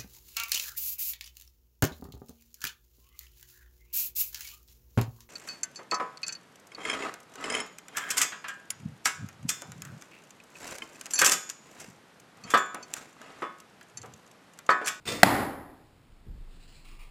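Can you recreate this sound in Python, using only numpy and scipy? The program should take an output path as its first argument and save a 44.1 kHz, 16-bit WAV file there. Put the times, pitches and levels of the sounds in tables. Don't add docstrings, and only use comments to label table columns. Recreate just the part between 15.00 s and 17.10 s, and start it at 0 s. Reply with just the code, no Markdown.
import sys
import numpy as np
from scipy import signal
from scipy.fft import rfft, irfft
from scipy.io import wavfile
from scipy.ndimage import uniform_filter1d

SR = 44100
rng = np.random.default_rng(int(sys.argv[2]) if len(sys.argv) > 2 else 0)


def ratio_of_db(decibels):
    return 10 ** (np.asarray(decibels, float) / 20)


def dump(signal):
    limited = np.clip(np.atleast_2d(signal).T, -1, 1)
    pcm = np.round(limited * 32767).astype(np.int16)
    wavfile.write(sys.argv[1], SR, pcm)


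N = 92610
T = np.arange(N) / SR
HIT_S, HIT_PUSH_S = .2317, .0027


def noise():
    return rng.standard_normal(N)


def level(x, db):
    return x * ratio_of_db(db) / np.sqrt(np.mean(x ** 2))


def unit_energy(x):
    return x / np.sqrt(np.sum(x ** 2))


def colour(x, table):
    hz = np.maximum(np.fft.rfftfreq(len(x), 1 / SR), 1)
    table_hz, table_db = np.array(table).T
    gain_db = np.interp(np.log(hz), np.log(table_hz), table_db)
    return irfft(rfft(x) * ratio_of_db(gain_db), len(x))


def band(x, hz, width_hz):
    return signal.lfilter(*signal.iirpeak(hz, hz / width_hz, fs=SR), x)


def band_twice(x, hz, width_hz):
    return band(band(x, hz, width_hz), hz, width_hz)


def gate(start_s, length_s, fall=.3, rise=.056):
    u = (T - start_s) / length_s
    return np.clip(u / rise, 0, 1) * np.exp(-np.maximum(u - 1, 0) / fall)


def decay(t, t60_s):
    return np.exp(-np.log(1000) * t / t60_s)


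def click(start_s):
    return np.sinc((T - start_s) * SR)


def ring(push, modes):
    body = sum(ratio_of_db(db) * np.sin(2 * np.pi * hz * T) * decay(T, t60_s) for hz, db, t60_s in modes)
    return signal.fftconvolve(push, body)[:N]


def walk(rate_hz):
    k = int(SR / rate_hz)
    return level(uniform_filter1d(uniform_filter1d(noise(), k), k), 0)


def rattle(start_s, length_s, spread_db=5):
    clicks = noise() * ratio_of_db(spread_db * noise())
    since = np.maximum(T - start_s, 0)
    return unit_energy(clicks * (T >= start_s) * np.exp(-(since / length_s) ** 2))


# (t after hit/ms, level/dB)
BITE_JOLTS = [
    (0, -7.5),
    (.25, 3),
    (1.1, -1.5),
    (1.9, -8),
    (2.7, -12.5),
    (3.3, -5),
    (4.4, -15),
]
# (f/Hz, level/dB, t60/s)
TARGET_MODES = [(764, -3, .018), (1520, -1, .011), (1950, -3, .012), (2700, -9, .01), (3700, -9, .013),
                (4350, -14, .01), (5110, -7, .012)]
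# (f/Hz, level/dB, t60/s)
PAD_MODES = [(227.5, -10, .06), (300, -22, 0.15), (130, -24.5, .05), (840, -10.5, .03), (1674, -5, .014),
             (3590, -11.5, 0.013), (993.6, -17, .04), (570, -18.5, 0.085), (2550, -5.5, 0.011),
             (896, -17.5, 0.12)]
BITE_DB, CRACK_DB, HIT_LOW_HZ = -4, 2.5, 117


def hit():
    jolts = 0
    for k, (ms, db) in enumerate(BITE_JOLTS):
        jolts = jolts + (-1) ** k * ratio_of_db(db) * click(HIT_S + ms / 1000)
    bite = ratio_of_db(BITE_DB) * ring(jolts, TARGET_MODES)
    crack = ratio_of_db(CRACK_DB) * 10 * band(rattle(HIT_S, HIT_PUSH_S), 2500, 2700)
    high_pass = signal.butter(2, HIT_LOW_HZ, "high", fs=SR, output="sos")
    return signal.sosfilt(high_pass, bite + crack) + ring(click(HIT_S), PAD_MODES)


# (t/s, level/dB, length/s)
SLAP_BURSTS = [
    (.053, -41, 0.015),
    (0.068, -32, 0.024),
    (.095, -40, 0.024),
    (.118, -39, 0.019),
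]
# (f/Hz, level/dB)
SLAP_COLOUR = [(35, -34.5), (60, -7), (319, -10.5), (468, -7), (601, -17), (2440, -10), (2900, -14),
               (3580, -16), (5900, -10), (7670, -36.5), (13000, -120)]


def string_slap():
    slap = level(colour(noise(), SLAP_COLOUR), 0) * ratio_of_db(2.5 * walk(200))
    return slap * sum(ratio_of_db(db) * gate(s, length_s, rise=.24) for s, db, length_s in SLAP_BURSTS)


# (f/Hz, level/dB, t60/s)
SHAFT_MODES = [(3579.3, 3.5, .14), (2455, -4.5, .08), (1960, -0.5, 0.092), (3000, -7, 0.043),
               (4649, -8.5, 0.048), (5250, -11.5, 0.031), (1184, -12.5, 0.035)]
SHAFT_S, SHAFT_PUSH_S, SHAFT_DB = .0757, .0039, -34
SHAFT_FREE_S, SHAFT_LEFT_DB = .014, -13


def shaft_ring():
    pushes = click(SHAFT_S) + .77 * click(SHAFT_S + SHAFT_PUSH_S)
    left = ratio_of_db(SHAFT_LEFT_DB) * ratio_of_db(5 * walk(70))
    choke = np.maximum(gate(SHAFT_S, SHAFT_FREE_S, .15), left)
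    return ratio_of_db(SHAFT_DB) * ring(pushes, SHAFT_MODES) * choke


# (t/s, level/dB, length/s, centre f/Hz)
LIMB_THUDS = [
    (.066, -43, 0.058, 130),
    (.084, -42.5, .014, 480),
    (.102, -36.5, .022, 465),
    (.104, -39.5, .006, 170),
    (0.127, -38.5, .01, 250),
    (0.156, -39, 0.0089, 249.4),
]


def limb_thuds():
    wood, out = noise(), 0
    for s, db, length_s, hz in LIMB_THUDS:
        out = out + level(band_twice(wood, hz, hz * .35), db) * gate(s, length_s, rise=.3)
    return out


def bow():
    return string_slap() + limb_thuds() + shaft_ring()


# (t/s, level/dB, f/Hz, t60/s, knock level/dB)
FOOTFALLS = [
    (1.108, -54, 35.2, .15, -62),
    (1.19, -47, 49, 0.1, -74),
    (1.266, -59, 42, 0.3, -44.5),
    (1.291, -34, 37.2, 0.3, -48.5),
    (1.346, -46, 66, 0.39, -50.5),
    (1.376, -37, 38, 0.2, -58),
    (1.402, -61, 60, 0.29, -57),
    (1.912, -61, 69.8, 0.18, -55),
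]
# (f/Hz, level/dB)
KNOCK_COLOUR = [(30, -11), (60, 8), (130, -2.5), (230, -8.5), (400, -16), (560, -30), (750, -43),
                (6000, -90)]
KNOCK_S = .023


def footsteps():
    knock, out = level(colour(noise(), KNOCK_COLOUR), 0), 0
    for s, db, hz, t60_s, knock_db in FOOTFALLS:
        u = np.maximum(T - s, 0)
        thud = ratio_of_db(db) * np.sin(2 * np.pi * hz * u) * decay(u, t60_s)
        out = out + thud + ratio_of_db(knock_db) * knock * gate(s, KNOCK_S, .764)
    return out


# (t/s, level/dB)
SWAY_LEVEL = [(0, -77), (1.062, -69), (1.14, -52.5), (1.24, -57), (1.31, -55), (1.41, -43.5), (1.55, -48),
              (1.7, -53), (1.79, -54), (1.87, -49.5), (1.99, -45.5), (2.1, -45.5)]
SWAY_HZ = 25.5


def floor_sway():
    hz = SWAY_HZ * (1 + .05 * walk(6))
    tone = np.sin(2 * np.pi * np.cumsum(hz) / SR) * ratio_of_db(2.5 * walk(33))
    at_s, db = np.array(SWAY_LEVEL).T
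    return np.sqrt(2) * tone * ratio_of_db(np.interp(T, at_s, db))


# (t/s, level/dB, length/s, main f/Hz, lower f/Hz)
SCUFFS = [
    (1.12, -64, .003, 3000, 1500),
    (1.38, -78, .04, 3500, 2500),
    (1.505, -64, .06, 3544, 2860),
    (1.6, -61.5, .05, 4000, 2778),
    (1.675, -59.5, .055, 4400, 2950),
    (1.74, -60, .06, 4150, 2494),
    (1.845, -55.5, 0.047, 2450, 1291),
    (1.905, -61, .05, 2550, 1250),
    (1.99, -56, 0.042, 2400, 1150),
    (2.028, -69.5, .07, 2500, 1200),
]
RUSTLE_WIDE_DB, RUSTLE_LOW_DB, RUSTLE_HIGH_DB = 4, -2, -2


def rustles():
    grain = noise() * ratio_of_db(.93 * walk(120))
    hiss = level(band(grain, 3300, 4100), RUSTLE_WIDE_DB)
    out = 0
    for s, db, length_s, hz, low_hz in SCUFFS:
        body = level(band_twice(grain, hz, 550), 0)
        body = body + level(band_twice(grain, low_hz, 500), RUSTLE_LOW_DB)
        body = body + level(band(grain, hz * 1.1, 400), RUSTLE_HIGH_DB)
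        body = body * ratio_of_db(1.9 * walk(70)) * gate(s, length_s * .71, .45)
        out = out + ratio_of_db(db - 8.5) * gate(s, length_s, .4) * (body + hiss)
    return out


# (f/Hz, t60/s)
REVERB_T60 = [(60, 1.1), (150, 0.58), (300, 0.91), (700, 0.79), (1400, 0.76), (2500, 0.53), (5000, 0.52)]
# (f/Hz, width/Hz, level/dB)
STANDING_WAVES = [(127, 8.1, 3.5), (275.4, 44, 4), (294.3, 10, 4), (530, 41, 1.5), (800, 190, 5.5),
                  (1930, 130, 5)]
ROOM_RISE_S = .006


def room():
    table_hz, table_s = np.array(REVERB_T60).T
    out = 0
    for hz in 35 * 2 ** np.arange(0, 7.6, .5):
        t60_s = np.interp(np.log(hz), np.log(table_hz), table_s)
        out = out + band_twice(noise(), hz, hz / 2) * decay(T, t60_s)
    out = out * (1 - np.exp(-T / ROOM_RISE_S))
    peaks = sum((ratio_of_db(db) - 1) * band(out, hz, width_hz) for hz, width_hz, db in STANDING_WAVES)
    return unit_energy(out + peaks)


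# (f/Hz, level/dB)
HIT_ECHO_COLOUR = [(30, -30.5), (120, -7), (300, -8), (450, -13), (780, -11.5), (1950, -15), (2900, -22),
                   (5300, -23)]


def echo_kick():
    kick = colour(click(HIT_S + HIT_PUSH_S), HIT_ECHO_COLOUR)
    return unit_energy(kick) * np.sqrt(.15 * SR)


# (f/Hz, level/dB per Hz)
AIR_COLOUR = [(18, -33), (30, -9), (129, -5), (176, -10), (319, -13.5), (416, -17), (542, -18.5),
              (1710, -25), (5900, -31), (7670, -63), (13000, -120)]
AIR_DB = -59.5


def air():
    return level(colour(noise(), AIR_COLOUR), AIR_DB) * ratio_of_db(.7 * walk(3.5))


BOW_WET_DB, ECHO_DB, RUSTLE_WET_DB = -11, -24.5, -6


def scene():
    shot, scuff = bow(), rustles()
    sent = ratio_of_db(BOW_WET_DB) * 2 * shot + ratio_of_db(ECHO_DB) * echo_kick() + ratio_of_db(RUSTLE_WET_DB) * scuff
    wet = signal.fftconvolve(sent, room())[:N]
    return (hit() + shot + footsteps() + floor_sway() + scuff + wet + air())[None]


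def band_limit(x):
    return signal.sosfilt(signal.butter(12, 16450, fs=SR, output="sos"), x)


DUCK_DB, DUCK_BACK_S = -7.5, .16
EDGE_HZ, TOP_HZ = 5650, 15250


def record(dry):
    since = T - HIT_S - 3.2 * HIT_PUSH_S
    duck = np.clip(since * 300, 0, 1) * np.clip(1 - since / DUCK_BACK_S, 0, 1)
    low_pass = signal.butter(6, EDGE_HZ, fs=SR, output="sos")
    x = signal.sosfilt(low_pass, dry[0] * ratio_of_db(DUCK_DB * duck))
    slow = np.clip(signal.resample_poly(x, 40, 147), -1, 1)
    held = signal.resample_poly(np.repeat(slow, 4), 147, 160)
    top = signal.ellip(10, .3, 60, TOP_HZ, fs=SR, output="sos")
    mix = signal.sosfilt(top, held)[None, :N]
    return band_limit(mix)


dry = scene()
out = record(dry)
dump(out)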